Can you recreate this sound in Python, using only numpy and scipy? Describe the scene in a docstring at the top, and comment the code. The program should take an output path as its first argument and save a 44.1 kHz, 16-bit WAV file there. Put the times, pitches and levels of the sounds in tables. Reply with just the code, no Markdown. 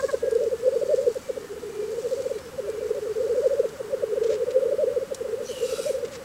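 """Black grouse cocks sing one bubbling song over one another on open moorland: a climbing roll, then a
flourish of coos, each a gliding, nearly pure tone shaped by the resonance of the air sac.
Hoarse clucks sound at the start; near the end, air forced through a throat makes a harsh hiss.
Feathers rustle by friction, and feet tick and scuff in the frosty grass. Far birds whistle over
the soft rush of open air, an intermittent low hum and a faint steady whine."""
import sys
import numpy as np
from scipy import signal
from scipy.fft import rfft, irfft
from scipy.io import wavfile

SR = 44100
rng = np.random.default_rng(int(sys.argv[2]) if len(sys.argv) > 2 else 0)


def inscribe(sig):
    """Save sig as 16-bit PCM at rate SR to the path in sys.argv[1].

    A 1-D sig is mono; a 2-D sig holds one channel per row.
    Samples are clipped to [-1, 1] before scaling.
    """
    pcm = np.round(np.clip(np.atleast_2d(sig).T, -1, 1) * 32767)
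    wavfile.write(sys.argv[1], SR, pcm.astype(np.int16))


N = 275184
TIME = np.arange(N) / SR

# Levels are relative within each source.
# Renditions of the song: start t/s, time stretch, pitch ratio, level/dB
RENDITIONS = [(-1.135, .9985, .997, 1.8), (1.448, .972, .98, -5.2), (2.759, 1, 1, 0),
              (3.870, .9795, .985, -4.8)]
# Coos, before any stretch or pitch ratio: t/s, duration/s, top f/Hz, level/dB, place of the top (0-1)
FLOURISH_COOS = [(0.735, 0.064, 568.0, -16.0, 0.39), (0.819, 0.035, 575.0, -14.2, 0.15),
                 (0.87, 0.035, 606.0, -15.0, 0.08), (1.161, 0.036, 563.0, -15.9, 0.24),
                 (1.262, 0.027, 607.0, -14.5, 0.14), (1.363, 0.025, 492.0, -17.8, 0.37),
                 (1.396, 0.038, 583.0, -18.1, 0.0), (1.451, 0.026, 496.0, -17.8, 1.0),
                 (1.483, 0.035, 482.0, -14.3, 0.5), (1.524, 0.077, 593.0, -19.6, 0.56),
                 (1.562, 0.029, 486.0, -21.1, 0.0), (1.648, 0.043, 538.0, -19.5, 0.0),
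                 (1.759, 0.082, 523.0, -22.7, 0.41), (1.796, 0.04, 538.0, -14.6, 0.63),
                 (1.847, 0.059, 608.0, -20.9, 1.0), (1.892, 0.025, 499.0, -16.6, 0.76),
                 (1.95, 0.028, 596, -11.5, 0.46), (2.022, 0.07, 620, -10.3, 0.45),
                 (2.094, 0.152, 579.0, -23.2, 0.58), (2.103, 0.04, 582.0, -18.3, 1.0),
                 (2.129, 0.051, 501.0, -23.7, 0.74), (2.202, 0.029, 508.0, -14.3, 0.25)]  # t from the start of the song
SINGLE_COOS = [(0.233, 0.039, 574.0, -20.8, 0.3), (0.384, 0.046, 515.0, -17.2, 0.0),
               (0.461, 0.03, 483.0, -15.7, 0.0), (0.849, 0.026, 570.0, -21.6, 0.03),
               (0.877, 0.037, 424.0, -22.4, 0.76), (1.068, 0.054, 486.0, -20.3, 0.56),
               (1.152, 0.03, 552.0, -19.9, 0.11), (1.287, 0.027, 573.0, -16.9, 0.0),
               (1.362, 0.027, 581.0, -21.6, 0.0), (1.778, 0.073, 438.0, -19.0, 1.0),
               (2.352, 0.03, 444.0, -20.7, 0.0), (2.62, 0.076, 409.0, -23.1, 0.49),
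               (2.69, 0.025, 453.0, -21.5, 0.68), (2.818, 0.118, 439.0, -19.2, 0.65),
               (3.795, 0.025, 582.0, -20.4, 0.0), (4.09, 0.053, 426.0, -19.8, 0.32),
               (4.288, 0.025, 479.0, -15.0, 0.55), (4.312, 0.073, 436.0, -18.6, 0.47),
               (5.28, 0.047, 451.0, -18.9, 0.58), (5.602, 0.061, 480.0, -21.9, 0.67),
               (5.712, 0.03, 540, -19.5, 0.2)]
# Radiation response of the air sac: f/Hz, gain/dB
SAC_RESPONSE = [(270, -24), (335, -6), (390, 0.5), (620, -0.5), (670, -12), (760, -29)]
# Cocks further off
CHORUS_ENVELOPE = [(0, -38), (1.05, -34.5), (1.22, -49), (1.5, -36), (1.85, -33), (2.2, -36), (2.45, -42),
                   (2.9, -36), (3.1, -41), (3.55, -37), (3.75, -40), (4.3, -32), (4.85, -35), (5.08, -43),
                   (5.4, -38), (6.24, -39)]  # t/s, level/dB
CHORUS_CONTOUR = [(1.1, 493), (1.5, 410.3), (1.9, 444), (2.2, 481.5)]  # t/s, base f/Hz
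# Nasal clucks
CLUCK_NOTES = [(-.02, .04, -30.5, 541, 540, 510), (0.014, 0.055, -39.5, 525, 555, 560),
               (.078, 0.039, -31, 570, 548, 497), (0.136, 0.028, -39.5, 540, 514, 515)]  # t/s, duration/s, level/dB, start f/Hz, middle f/Hz, end f/Hz
CLUCK_HARMONICS = [(1, 1.5), (2, -0.5), (3, -1), (4, -16)]  # harmonic number, level/dB
# The hiss: its sinking half-whistle, throat resonances and broadband breath
HISS_GLIDE = [(5.47, 3080, -56), (5.52, 3020, -45), (5.62, 2830, -48), (5.72, 2740, -48), (5.8, 2600, -55),
              (5.88, 2380, -53), (5.96, 1850, -60)]  # t/s, f/Hz, level/dB
THROAT_FORMANTS = [(5.435, .1, -45.5, 790, 5980), (5.45, .082, -51, 350, 4250),
                   (5.547, .49, -51, 900, 5700), (5.583, .18, -48.5, 700, 7280),
                   (5.6, .33, -53.5, 400, 3900), (5.62, .3, -51, 350, 4900), (5.649, .24, -45.5, 180, 1310),
                   (5.7, .29, -50, 1300, 8300)]  # t/s, duration/s, level/dB, width/Hz, centre f/Hz
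BREATH_ENVELOPE = [(5.42, -56), (5.5, -46.5), (5.58, -46.5), (5.69, -42.5), (5.8, -42.5), (5.9, -43.5),
                   (6.0, -58)]  # t/s, level/dB
BREATH_SPECTRUM = [(1200, -30), (2400, -4), (3600, -2.5), (7000, -3), (9500, -5.5), (12000, -10.5),
                   (15800, -22)]  # f/Hz, level/dB
# Ticks of feet and quills: t/s, level/dB, centre f/Hz
SNAPS = [(0.1141, -36.5, 6940), (0.3097, -37.5, 7810), (0.3501, -39, 7280), (0.4369, -39.5, 6170),
         (0.9598, -39.5, 6360), (1.1443, -40.5, 8520), (2.6996, -41.5, 7180), (3.6905, -41.5, 6210),
         (4.5096, -40, 3430), (5.1454, -27.5, 7160)]
# Wings and feet on the turf
SCUFF_STROKES = [(0.193, .02, -55), (2.378, 0.023, -46.5), (4.229, 0.026, -44), (4.256, 0.039, -47),
                 (4.283, 0.088, -43.5), (4.501, 0.023, -47), (6.044, 0.023, -43.5), (6.075, .02, -50),
                 (6.105, 0.076, -44)]  # t/s, duration/s, level/dB
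SCUFF_SPECTRUM = [(500, -7), (1300, 5.5), (3500, 4), (7500, 1.5), (10000, -20), (16000, -21)]  # f/Hz, level/dB
# Rubbing feathers
RUSTLE_ENVELOPE = [(0.06, -47), (0.28, -56.5), (0.7, -54.5), (1.0, -51), (1.6, -60), (2.17, -48),
                   (2.55, -60.5), (3.4, -53), (4.0, -62.5), (5.4, -62)]  # t/s, level/dB
RUSTLE_SPECTRUM = [(2000, -17), (3800, -3.5), (4600, -2), (7800, 0.5), (10000, -14.5), (16000, -20)]  # f/Hz, level/dB
# Long notes of far birds, and a small bird's quick chirps
FAR_NOTES = [(.167, .26, -48, 1635), (.494, .26, -54.5, 1725), (.5, .75, -61, 4620), (.9, .11, -53, 1785),
             (1.17, .3, -56.5, 2300), (1.42, .1, -53, 1795), (1.648, .39, -57, 2370),
             (2.152, .29, -56.5, 2350), (2.619, .3, -58.5, 2340)]  # t/s, duration/s, level/dB, f/Hz
CHIRP_NOTES = [(2.342, .045, -53, 4150, 3950, 3800), (2.386, .13, -55, 5050, 5350, 4850),
               (5.99, .025, -53, 3550, 4800, 5400)]  # t/s, duration/s, level/dB, start f/Hz, middle f/Hz, end f/Hz
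# Open air, and a breeze over the far slope
AIR_SPECTRUM = [(20, -7), (40, -9), (75, 3.5), (130, 2), (260, 4.5), (750, -4.5), (1400, -4), (2200, -10),
                (3500, -14), (8000, -16.5), (11000, -22), (16000, -23.5)]  # f/Hz, level/dB
BREEZE_ENVELOPE = [(1.2, -69), (2.6, -56.5), (3.5, -52), (4.6, -56), (6.2, -61)]  # t/s, level/dB
# Faint background tones
HUM_TONES = [(-.1, 0.64, -56, 71), (2.5, 1.05, -59.5, 76), (5.42, .62, -60.5, 69.9)]  # t/s, duration/s, level/dB, f/Hz
WHINE_TONES = [(2929, -67.5), (7812.5, -67.5), (9765.6, -70), (11718.7, -73.5)]  # f/Hz, level/dB


def coo(length, top_hz, db, top_at, rest_hz=390, sac_hz=493, sac_width_hz=92, droop_hz=74, droop_s=.006):
    """Forced resonance: an arching tone is reinforced as it sweeps through the air sac's frequency."""
    way = np.linspace(0, 1, max(int(length * SR), 8))
    hz = top_hz - (top_hz - rest_hz) * ((way - top_at) / max(top_at, 1 - top_at)) ** 2
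    sac_gain = 1 / np.hypot(1, 2 * (hz - sac_hz) / sac_width_hz)
    hz = hz - droop_hz * np.exp((way - 1) * length / droop_s)  # the pitch droops at the last moment
    quiver_db = 1.6 * drift(len(way), rate=130)
    swell = abs(np.sin(np.pi * way)) ** .72 * amp(db + quiver_db)
    return swell * sac_gain * np.sin(2 * np.pi * (np.cumsum(hz) / SR + rng.random()))


def roll(count=11, start_s=-.031, step_s=.0709, first_hz=428, last_hz=558, first_db=-26, last_db=-14.5):
    """Periodic repetition: rows for the song's opening coos, which shorten, swell and climb late."""
    notes = []
    for k, way in enumerate(np.linspace(0, 1, count)):
        length = .063 * (1 - .22 * way)
        top_hz = first_hz + (last_hz - first_hz) * way ** 3.5
        db = first_db + (last_db - first_db) * way
        notes.append((start_s + k * step_s, length, top_hz, db, .05))  # early top: each note falls
    return notes


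def near_cocks(song_db=.2, single_db=-.2):
    """Superposition: each cock sings at his own pace, pitch and level; others add single coos."""
    out = np.zeros(N)
    for start, stretch, ratio, level_db in RENDITIONS:
        for s, length, top_hz, db, top_at in roll() + list(FLOURISH_COOS):
            onset = start + s * stretch
            if onset > -length:
                add(out, onset, coo(length * stretch, top_hz * ratio, song_db + level_db + db, top_at))
    for s, *note in SINGLE_COOS:
        add(out, s, amp(single_db) * coo(*note))
    return out


def far_cocks(level_db=-1.0, note_s=.052, pitch_spread=.12, count=200):
    """Incoherent summation: many falling coos of random phase merge into a distant bubbling."""
    out = np.zeros(N)
    for k, (late, high, long) in enumerate(rng.uniform(-1, 1, (count, 3))):
        onset = (k + late / 2) / count * N / SR - note_s / 2
        hz = contour(onset, CHORUS_CONTOUR) * (1 + pitch_spread * high)
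        swell, phase = arch(note_s * (1 + .28 * long), hz * 1.03, hz * 1.08, hz * .8, crest=.68)
        add(out, onset, swell * np.sin(phase))
    return unit_rms(out) * amp(level_db + contour(TIME, CHORUS_ENVELOPE))


def clucks(jitter_rad=.16):
    """Phase modulation: random jitter makes the harmonics of short, open-beaked notes hoarse."""
    out = np.zeros(N)
    for s, length, db, *pitches in CLUCK_NOTES:
        swell, phase = arch(length, *pitches)
        phase = phase + jitter_rad * drift(len(phase), rate=220)
        tone = sum(amp(db + part_db) * np.sin(round(k) * phase) for k, part_db in CLUCK_HARMONICS)
        add(out, s, swell * tone)
    return out


def hiss(rasp_db=1.4, rasp_hz=300, whistle_width_hz=260):
    """Source and filter: throat resonances shape forced air into a sinking whistle and a rasping rush."""
    whistle, rush = np.zeros(N), np.zeros(N)
    s, hz, db = np.transpose(HISS_GLIDE)
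    t = np.arange(s[0], s[-1], 1 / SR)
    glide = resonant_noise(len(t), np.interp(t, s, hz), whistle_width_hz)
    add(whistle, s[0], amp(np.interp(t, s, db)) * glide)
    for s, length, db, width, hz in THROAT_FORMANTS:
        swell, _ = arch(length, hz, hz, hz)
        add(rush, s, amp(db) * np.sqrt(swell) * resonant_noise(len(swell), hz, width))
    s, db = np.transpose(BREATH_ENVELOPE)
    t = np.arange(s[0], s[-1], 1 / SR)
    breath = coloured(rng.standard_normal(len(t)), BREATH_SPECTRUM)
    add(rush, s[0], breath * amp(np.interp(t, s, db)))
    return (whistle + windpipe(rush)) * amp(rasp_db * drift(N, rasp_hz))


def windpipe(x, spacing_hz=485, reflection=.44):
    """Comb filtering: reflections along the windpipe leave evenly spaced ridges in the spectrum."""
    lag = round(SR / spacing_hz)
    feedback = np.r_[1, np.zeros(lag - 1), -reflection]
    return np.sqrt(1 - reflection ** 2) * signal.lfilter([1], feedback, x)


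def ticks(level_db=-2, t60=.034):
    """Damped transients: stiff stalks and quills snap in a spray of treble that decays exponentially."""
    out = np.zeros(N)
    t = np.arange(SR // 10) / SR
    for s, db, hz in SNAPS:
        band = [(.33 * hz, -22), (.59 * hz, -1), (1.23 * hz, 0), (1.52 * hz, -14), (2.1 * hz, -22)]
        spray = coloured(rng.standard_normal(len(t)), band)
        add(out, s, spray * amp(level_db + db - 60 * t / t60))
    return out


def scuffs(grain_db=3):
    """Sliding friction: wings and feet draw short strokes of gritty noise from the turf."""
    out = np.zeros(N)
    for s, length, db in SCUFF_STROKES:
        size = int(length * SR)
        grit = rng.standard_normal(size) * amp(grain_db * drift(size, rate=392))
        add(out, s, amp(db) * coloured(grit, SCUFF_SPECTRUM) * signal.windows.tukey(size, .6))
    return out


def rustle(grain_db=3.5, clump_db=1.4, ring_db=-13, ring_hz=4560):
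    """Friction noise: feathers rub in small clumped grains, with a thin resonance among them."""
    grains = rng.standard_normal(N) * amp(grain_db * drift(N, rate=600) + clump_db * drift(N, rate=40))
    ring = amp(ring_db) * resonant_noise(N, ring_hz, width_hz=220)
    return (coloured(grains, RUSTLE_SPECTRUM) + ring) * amp(contour(TIME, RUSTLE_ENVELOPE))


def far_birds(sag=.02, flutter_db=2.0, waver=.7):
    """Scintillation: thin whistles and chirps flutter in level and phase on their way through the air."""
    out = np.zeros(N)
    sagging = [(s, length, db, hz * (1 + sag), hz, hz * (1 - sag)) for s, length, db, hz in FAR_NOTES]
    for s, length, db, start_hz, middle_hz, end_hz in sagging + CHIRP_NOTES:
        swell, phase = arch(length, start_hz, middle_hz, end_hz)
        jitter = waver * middle_hz / 2500 * drift(len(phase), rate=90.6)
        add(out, s, amp(db) * np.sqrt(swell) * np.sin(phase + jitter))
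    return out * amp(flutter_db * drift(N, rate=50))


def moor(x, wet_db=-19, t60=.18, delay_s=.008):
    """Scattering: tussocks and the slope behind add a thin, short tail to the direct sound."""
    t = np.arange(SR // 2) / SR
    echoes = rng.standard_normal(len(t)) * amp(-60 * t / t60) * (t > delay_s)
    return x + amp(wet_db) * signal.fftconvolve(x, echoes / np.linalg.norm(echoes))[:N]


def air(level_db=-45, breeze_hz=1280, breeze_width_hz=900):
    """Flow noise: the steady broadband rush of open country, and a band that swells with a far breeze."""
    breeze = resonant_noise(N, breeze_hz, breeze_width_hz) * amp(contour(TIME, BREEZE_ENVELOPE))
    return coloured(rng.standard_normal(N), AIR_SPECTRUM) * amp(level_db) + breeze


def hum():
    """Simple harmonic motion: faint low sine tones fade in and out."""
    out = np.zeros(N)
    for s, length, db, hz in HUM_TONES:
        t = np.arange(int(length * SR)) / SR
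        add(out, s, amp(db) * unit_rms(np.sin(2 * np.pi * hz * t)) * signal.windows.tukey(len(t), .3))
    return out


def whine():
    """A line spectrum: steady high sine tones sum to a faint whine."""
    return sum(amp(db) * unit_rms(np.sin(2 * np.pi * hz * TIME)) for hz, db in WHINE_TONES)


def arch(length, start_hz, middle_hz, end_hz, crest=.44):
    """Phase as the integral of frequency: envelope and phase of a swelling note on a parabolic glide."""
    way = np.linspace(0, 1, max(int(length * SR), 8))
    hz = np.polyval(np.polyfit([0, .5, 1], [start_hz, middle_hz, end_hz], 2), way)
    swell = np.sin(np.pi / 2 * np.interp(way, [0, crest, 1], [0, 1, 0])) ** 2
    return swell, 2 * np.pi * (np.cumsum(hz) / SR + rng.random())


def resonant_noise(size, hz, width_hz):
    """Resonance: noise through two cascaded stages, each width_hz wide and centred on hz, at rms 1."""
    carrier = np.exp(2j * np.pi * np.cumsum(hz * np.ones(size)) / SR)
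    pole = np.exp(-np.pi * width_hz / SR)
    baseband = signal.lfilter([(1 - pole) ** 2], [1, -2 * pole, pole ** 2],
                              rng.standard_normal(size) / carrier)
    return unit_rms((carrier * baseband).real)


def filtered(x, response):
    """Linear filtering by (f/Hz, gain/dB) points, joined on a logarithmic frequency axis."""
    hz, db = np.transpose(response)
    log_hz = np.log(np.fft.rfftfreq(len(x), 1 / SR) + 1)
    return irfft(rfft(x) * amp(np.interp(log_hz, np.log(hz), db)), len(x))


def coloured(x, spectrum):
    """Spectral shaping, at rms 1."""
    return unit_rms(filtered(x, spectrum))


def drift(size, rate):
    """Random modulation: straight lines join Gaussian values drawn rate times a second."""
    return np.interp(np.arange(size) / SR * rate, np.arange(SR), rng.standard_normal(SR))


def contour(t, points):
    """Linear interpolation of (t/s, value) points."""
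    return np.interp(t, *np.transpose(points))


def amp(db):
    """Amplitude ratio of a level in decibels."""
    return 10 ** (np.asarray(db) / 20)


def unit_rms(x):
    """Normalisation to rms 1."""
    return x / np.sqrt(np.mean(x ** 2) + 1e-20)


def add(mix, s, sound):
    """Superposition of a sound on the mix, starting at s seconds."""
    at = round(s * SR)
    sound = sound[max(-at, 0):]
    part = mix[max(at, 0):][:len(sound)]
    part += sound[:len(part)]


def scene():
    """Superposition of birds, grass and air in one channel."""
    bubbling = filtered(near_cocks() + far_cocks(), SAC_RESPONSE)
    direct = bubbling + clucks() + far_birds() + hiss() + ticks() + scuffs()
    return (moor(direct) + rustle() + air() + hum())[None]


def record(dry, cutoff_hz=15800):
    """Band limiting: the whine joins the scene, and a steep low-pass removes the highest treble."""
    low_pass = signal.firwin(511, cutoff_hz, window=("kaiser", 9), fs=SR)
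    return signal.oaconvolve(dry + whine(), low_pass[None], "same")


dry = scene()
out = record(dry)
inscribe(out)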